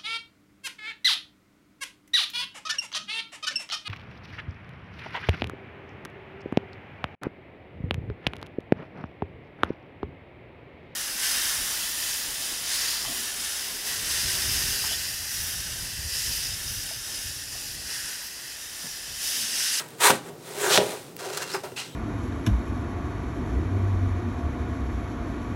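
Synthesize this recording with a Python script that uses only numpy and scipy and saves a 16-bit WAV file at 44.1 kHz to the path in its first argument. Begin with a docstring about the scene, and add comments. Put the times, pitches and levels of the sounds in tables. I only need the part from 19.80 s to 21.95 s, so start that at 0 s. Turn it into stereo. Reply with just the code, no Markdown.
"""Over a low outdoor hum, a hot pizza whistles faintly with steam in a small steel oven.
A flat board is shoved under it in two strokes, each a scrape of tiny frictional slips ending in a knock.
The board is then dragged out over the front lip, where it snags, bumps a few times and rasps.
At last it swishes clear as the steam whistles again. Throughout, friction and impact excite
the modes of board and oven floor, and the chamber and its shell reverberate."""
import sys
import numpy as np
from scipy import signal
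from scipy.fft import rfft, irfft, next_fast_len
from scipy.io import wavfile
from scipy.ndimage import uniform_filter1d

SR = 44100
rng = np.random.default_rng(int(sys.argv[2]) if len(sys.argv) > 2 else 0)


def master_out(mix):
    """Clip the mix to full scale and print it as 16-bit PCM to the path in sys.argv[1]."""
    frames = np.transpose(np.atleast_2d(mix))
    ceiling = np.clip(frames, -1, 1)
    pcm = np.round(ceiling * 32767).astype(np.int16)
    wavfile.write(sys.argv[1], SR, pcm)


N = 94815
TIME = np.arange(N) / SR

# Spectrum of the board on the lip. Each row: frequency in Hz, relative gain in dB.
LIP_SPECTRUM = [(50, -50), (250, -20), (400, 2.5), (700, -2.5), (1050, 0.5), (1600, 1), (2400, -2.5),
                (3200, -3), (5000, -1.5), (8500, -4), (15000, -16)]


def from_db(db):
    """The logarithmic level scale: 20 dB is a factor of ten in amplitude."""
    return 10 ** (np.asarray(db) / 20)


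def rms_one(x):
    """Normalisation to unit mean power."""
    return x / np.sqrt(np.mean(x ** 2) + 1e-20)


def cut(x, hz, kind, order=2):
    """Butterworth filtering, low-pass or high-pass."""
    sections = signal.butter(order, np.clip(hz, 10, .45 * SR), kind, fs=SR, output="sos")
    return signal.sosfilt(sections, x + 1e-18)


def colour(x, spectrum):
    """Minimum-phase filtering to a given spectrum; white noise keeps its power."""
    size = next_fast_len(2 * N, True) // 2 * 2
    hz, db = np.transpose(spectrum)
    bin_hz = np.arange(size // 2 + 1) * SR / size
    gain = rms_one(from_db(np.interp(np.log(bin_hz + 1), np.log(hz), db)))
    cepstrum = irfft(np.log(gain))
    cepstrum[1:size // 2] *= 2  # folding onto positive time makes the filter causal
    cepstrum[size // 2 + 1:] = 0
    return irfft(rfft(x, size) * np.exp(rfft(cepstrum)))[:N]


def drift(hz):
    """Random fluctuation: low-passed noise of unit power."""
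    return rms_one(cut(rng.standard_normal(N + SR), hz, "low")[SR:])


def decay(start, t60):
    """Exponential damping: a sudden onset, then a fall of 60 dB every t60 seconds."""
    return (TIME >= start) * from_db(-60 * np.maximum(TIME - start, 0) / t60)


def narrow_band(hz, width_hz):
    """Random amplitude modulation spreads a gliding tone into a rough band."""
    return np.sqrt(2) * np.sin(2 * np.pi * np.cumsum(hz) / SR) * drift(width_hz)


def crowded_modes(spectrum):
    """Modal overlap: many close modes beat together as noise, held at an even level."""
    x = colour(rng.standard_normal(N), spectrum)
    return x / np.sqrt(uniform_filter1d(x * x, size=700) + 1e-12)


def reverberate(x, t60, dull_hz):
    """Diffuse reverberation: dense, dull reflections die away exponentially."""
    tail = rng.standard_normal(N) * decay(0.00047, t60)
    return signal.fftconvolve(x, cut(tail / np.linalg.norm(tail), dull_hz, "low"))[:N]


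def place(x, pan_db):
    """A left-minus-right level difference gives direction; the yard's side reflections give width."""
    sides = np.array([[1], [-1]])
    reflections = from_db(-33) * reverberate(x, t60=0.092, dull_hz=12000)
    return x * from_db(sides * pan_db / 2) + sides * reflections


def outdoor_hum():
    """Steady ambient noise with its power concentrated at low frequencies."""
    # Each row: frequency in Hz, relative gain in dB.
    spectrum = [(30, -32), (55, -30), (85, -11), (120, 0), (165, 3.5), (210, -7.5), (280, -2), (450, -1),
                (620, -9), (1000, -13), (2000, -22), (4000, -22), (8000, -24), (15000, -29)]
    return from_db(-46.5) * colour(rng.standard_normal(N), spectrum)


def steam_whistles():
    """Flow tones: steam leaks from the hot topping in thin, wavering glides."""
    # Each row: start and end in seconds, first and last frequency in Hz, level in dB.
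    whistles = [(0, .64, 12750, 13200, -68), (1.75, 2.15, 12700, 13500, -65), (1.74, 2.17, 8650, 7700, -60)]
    out, waver_hz = 0, 60
    for start, end, from_hz, to_hz, db in whistles:
        hz = np.interp(TIME, [start, end], [from_hz, to_hz]) + waver_hz * drift(310)
        gate = np.clip(np.minimum(TIME - start, end - TIME) / 0.023, 0, 1)
        out = out + from_db(db) * gate * np.sin(2 * np.pi * np.cumsum(hz) / SR)
    return out


def ticks():
    """Broadband transients: tiny bright ticks in the first 0.2 s, then one sharp, dry click at 1.37 s."""
    # Each row: start in seconds, level in dB.
    onsets = [(.0822, -38), (.0872, -33), (.1058, -37), (.1845, -38), (1.3663, -27.5)]
    # Each row: frequency in Hz, relative gain in dB.
    spectrum = [(500, -17), (3000, 3.5), (6000, -4.5), (8500, 2), (12000, -7.5), (16000, 5)]
    envelope = sum(from_db(db) * decay(start, t60=.009) for start, db in onsets)
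    return colour(rng.standard_normal(N) * envelope, spectrum)


def slips(per_s, spread_db, max_db):
    """Shot noise: tiny slips come as impulses of random time, sign and size."""
    sizes = from_db(np.minimum(spread_db * rng.exponential(1, N), max_db)) * rng.choice([-1, 1], N)
    return rms_one(sizes * (rng.random(N) < per_s / SR))


def friction():
    """Stick-slip friction: dense slips over a smooth rub, juddering as the board catches."""
    rub = slips(per_s=8000, spread_db=2.5, max_db=10) + 0.75 * rng.standard_normal(N)
    judder_db = 1.05 * drift(hz=125)
    return rms_one(rub * from_db(judder_db))


def grit():
    """Granular friction: crumbs crushed on the lip give fewer, more uneven slips."""
    return rms_one(slips(per_s=1800, spread_db=4, max_db=12) + .5 * rng.standard_normal(N))


def rubs(rows, spectrum):
    """Friction noise under envelopes that rise, hold and decay exponentially."""
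    envelope = 0
    for start, rise, hold, t60, db in rows:
        release = start + rise + hold
        attack = np.clip((TIME - start) / rise, 0, 1)
        envelope = envelope + from_db(db) * attack * ((TIME < release) + decay(release, t60))
    return colour(friction() * envelope, spectrum)


def edge_rasp():
    """A narrow resonance of the board's edge glides with the contact point as it leaves the lip."""
    # Each row: time in seconds, frequency in Hz, relative level in dB.
    glide = [(1.675, 4100, -54), (1.708, 4200, -42), (1.738, 5260, -36.5), (1.773, 4980, -43),
             (1.79, 4900, -62)]
    times, hz, db = np.transpose(glide)
    envelope = from_db(np.interp(TIME, times, db, left=-120, right=-120))
    return narrow_band(np.interp(TIME, times, hz), width_hz=230) * envelope


def singing():
    """Friction-excited vibration gathers in bands that swell, glide and fade as the board moves."""
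    # Each row: start and end in seconds, first and last centre and width in Hz, relative level in dB.
    bands = [(0.222, 0.297, 930, 1014, 60, -24.5), (0.76, 0.96, 372, 398, 48, -37),
             (0.772, 0.926, 8200, 5970, 700, -34.5), (0.81, 0.94, 1559, 1438, 210, -28.5),
             (1.594, 1.642, 1690, 1533, 112, -40.5), (1.956, 2.03, 2600, 2750, 250, -38),
             (2.05, 2.213, 3150, 3800, 304, -52)]
    out = 0
    for start, end, from_hz, to_hz, width_hz, db in bands:
        progress = np.clip((TIME - start) / (end - start), 0, 1)
        hz = from_hz + (to_hz - from_hz) * progress
        out = out + from_db(db) * np.sin(np.pi * progress) * narrow_band(hz, width_hz)
    return out


def lip_snags():
    """Stick and release: the board catches on the lip and lets go in a gritty burst."""
    # Each row: start in seconds, relative level in dB, t60 in seconds.
    snags = [(1.39, -39, 0.059), (1.447, -33.5, 0.066), (1.531, -35, 0.062), (1.547, -30.5, 0.034),
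             (1.605, -52, 0.036), (1.6167, -36.5, 0.072)]
    envelope = sum(from_db(db) * decay(start, t60) for start, db, t60 in snags)
    return colour(grit() * envelope, LIP_SPECTRUM)


def brief_contacts():
    """The manner of contact shapes the spectrum of friction: a swish, a grind or a scuff."""
    # Each row: start, rise, hold and t60 in seconds, relative level in dB.
    swishes = [(.89, 0.033, 0.058, 0.045, -19.5), (1.959, 0.011, 0.034, 0.32, -33.5)]  # the face slides flat, brightly
    grinds = [(.445, 0.018, 0.031, 0.56, -45), (1.09, 0.04, 0.027, 0.071, -39.5),
              (1.385, 0.034, 0.085, 0.18, -37), (1.56, 0.0019, 0.0092, 0.5, -41.5)]  # pressed down, the board sounds hollow
    scuffs = [(1.734, 0.012, 0.0052, 0.11, -25.5), (1.834, 0.0022, 0.021, 0.18, -38.5)]  # the edge rubs the front lip
    # Each row: frequency in Hz, relative gain in dB.
    swish_spectrum = [(300, -19), (700, -3), (1400, -3.5), (2700, -1.5), (4200, 0.5), (6000, -2.5),
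                      (8500, -5.5), (15000, -21)]
    grind_spectrum = [(60, -48), (250, -12), (400, 0), (540, 0), (700, -2.5), (1000, -11), (2000, -20),
                      (8000, -42)]
    scuff_spectrum = [(100, -44), (260, -0.5), (365, 4.5), (520, -4), (800, 1.5), (1150, 2.5), (2000, -6),
                      (3200, -15), (8000, -16), (15000, -23)]
    return rubs(swishes, swish_spectrum) + rubs(grinds, grind_spectrum) + rubs(scuffs, scuff_spectrum)


def stroke(excitation, levels, spectrum):
    """Source and filter: slip noise follows a level contour, then takes on a spectrum."""
    db = np.interp(TIME, *np.transpose(levels), left=-100, right=-100)
    return colour(excitation * from_db(db), spectrum)


def scrapes():
    """Sliding friction: two shoves over the oven floor, then a gritty drag over the lip."""
    # Each row: time in seconds, relative level in dB.
    first_shove = [(0, -28.5), (.03, -42.5), (.075, -50.5), (.14, -50), (.178, -55), (.197, -39),
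                   (.208, -23), (.245, -13.5), (.278, -14), (0.289, -19), (0.306, -19), (0.321, -29),
                   (.355, -33.5), (.41, -53), (0.492, -43), (.52, -72)]
    second_shove = [(.59, -57.5), (0.659, -43), (.755, -38), (.8, -30.5), (.845, -26.5), (.89, -26),
                    (.94, -21), (.98, -32), (.991, -32), (1.07, -35.5), (1.115, -34.5), (1.18, -41.5),
                    (1.25, -47), (1.33, -55)]
    drag_out = [(1.376, -50.5), (1.397, -39), (1.45, -40), (1.507, -38), (1.519, -43.5), (1.533, -33.5),
                (1.562, -40), (1.577, -27.5), (1.597, -40), (1.626, -30.5), (1.66, -42), (1.72, -35),
                (1.75, -37), (1.785, -48), (1.82, -49)]
    # Each row: frequency in Hz, relative gain in dB.
    first_spectrum = [(50, -68), (140, -39), (250, -18), (390, -10.5), (620, -4.5), (800, -2.5),
                      (1000, -1.5), (1500, -1), (2700, -7), (4000, -8.5), (5200, -12), (8600, -6.5),
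                      (11000, -12.5), (15000, -18)]
    second_spectrum = [(50, -33), (160, -20.5), (285, -14), (350, -5.5), (440, -4.5), (620, -1.5),
                       (1000, -9), (1600, -9), (2300, -9.5), (4800, -13.5), (7000, -13.5), (9000, -12),
                       (15000, -21.5)]
    return (stroke(friction(), first_shove, first_spectrum)
            + stroke(friction(), second_shove, second_spectrum)
            + stroke(grit(), drag_out, LIP_SPECTRUM))


def knocks():
    """Impact excitation: a crack, chatter, a thump of the oven body and a clunk of board and floor."""
    # Each row: start in seconds, crack level in dB, treble cutoff in Hz, thump and clunk levels in dB,
    # their t60 in seconds, chatter level in dB, its t60 in seconds. Levels are relative.
    impacts = [(0.2985, -10.5, 895, -27.5, -28, 0.17, -23.5, 0.12),
               (0.304, -9.5, 2130, -35.5, -39, 0.29, -14.5, 0.034),
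               (.976, 5.5, 4500, -23.5, -15.5, 0.21, -18.5, 0.02),
               (1.5005, -25, 6000, -63, -41, .12, -38, .025),
               (1.5738, -15, 11000, -71, -43, .15, -24, 0.022),
               (1.835, -41, 7000, -46, -34, 0.21, -39, 0.24), (1.918, -49, 695, -36, -47, 0.077, -45, 0.07)]
    # Each row: frequency in Hz, relative gain in dB.
    thump_spectrum = [(40, -26), (80, -30), (120, 9), (165, -4.5), (225, 11), (290, 5), (400, 3),
                      (800, -37)]
    clunk_spectrum = [(100, -9.5), (270, -29.5), (400, -4.5), (520, -7.5), (620, 8), (790, -10),
                      (1050, -12), (2500, -78)]
    out, thump_envelope, clunk_envelope = 0, 0, 0
    rub = cut(friction(), 405, "high")
    for start, crack_db, dull_hz, thump_db, clunk_db, body_t60, chatter_db, chatter_t60 in impacts:
        impulse = 1. * (np.arange(N) == int(start * SR))
        crack = cut(cut(impulse, dull_hz, "low", order=4), 610, "high")
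        chatter = rms_one(cut(rub, dull_hz, "low", order=1)) * decay(start, chatter_t60)
        out = out + from_db(crack_db) * crack / np.abs(crack).max() + from_db(chatter_db) * chatter
        thump_envelope = thump_envelope + from_db(thump_db) * decay(start, body_t60)
        clunk_envelope = clunk_envelope + from_db(clunk_db) * decay(start, body_t60)
    thumps = cut(thump_envelope, 115, "low") * crowded_modes(thump_spectrum)
    clunks = cut(clunk_envelope, 240, "low") * crowded_modes(clunk_spectrum)
    return out + thumps + clunks


def board_modes(contact):
    """Modal resonance of board and floor; where the board rests sets how hard each mode is driven."""
    # Each row: frequency in Hz, gain in dB with the board inside and over the lip, t60 in seconds.
    modes = [(244.9, 4.5, -12, 1.8), (349, -2.5, -19, 0.085), (378, -1, 1.5, 0.12), (406, 8, -1.5, 0.11),
             (531.5, -3, 0, 0.12), (729.6, -2.5, 1, 0.12), (817, 1, -3, 0.43), (958, -1, -6, 0.05),
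             (1124, -1, -9, 0.091), (1375, -20, 7, 0.11), (1550, 1, 3, 0.07), (1885, -3, -6, 0.13),
             (1990, -13, 2, 0.08), (2745, -15, 9.5, 0.07), (3560, -1.5, -10, 0.033), (4023, -0.5, 1, 0.035),
             (9000, 3, -11, 0.084)]
    out, over_lip_s = 0, 1.37
    for hz, inside_db, lip_db, t60 in modes:
        radius = from_db(-60 / (t60 * SR))
        numerator = (1 - radius ** 2) / 2 * np.array([1, 0, -1])
        denominator = [1, -2 * radius * np.cos(2 * np.pi * hz / SR), radius ** 2]
        drive = contact * from_db(np.where(TIME < over_lip_s, inside_db, lip_db))
        out = out + signal.lfilter(numerator, denominator, drive)
    return out


def scene():
    """Superposition: the contacts ring board, chamber and steel shell over the hum and the steam."""
    # The board's direction. Each row: time in seconds, left minus right level in dB.
    pan = [(0, -4), (.3, -5.5), (.85, -5.5), (.98, -3.5), (1.06, -7), (1.5, -4.5), (2.1, -2.5)]
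    contact = scrapes() + brief_contacts() + lip_snags() + edge_rasp() + singing() + knocks()
    contact *= from_db(-2)
    board = cut(contact + board_modes(contact), 80, "high", order=4)
    chamber = from_db(-9.5) * reverberate(board, t60=0.29, dull_hz=7000)
    shell = from_db(-4) * reverberate(board, t60=0.65, dull_hz=214)
    hum = outdoor_hum()
    oven = place(board + chamber + shell + ticks(), np.interp(TIME, *np.transpose(pan)))
    return oven + place(hum + steam_whistles(), pan_db=-4.5)


def record(dry):
    """Clipping and band limiting: peaks flatten at full scale and the top is cut at 16 kHz."""
    low_pass = signal.ellip(10, .05, 50, 16000, fs=SR, output="sos")
    return signal.sosfiltfilt(low_pass, np.clip(dry, -1, 1))


dry = scene()
out = record(dry)
master_out(out)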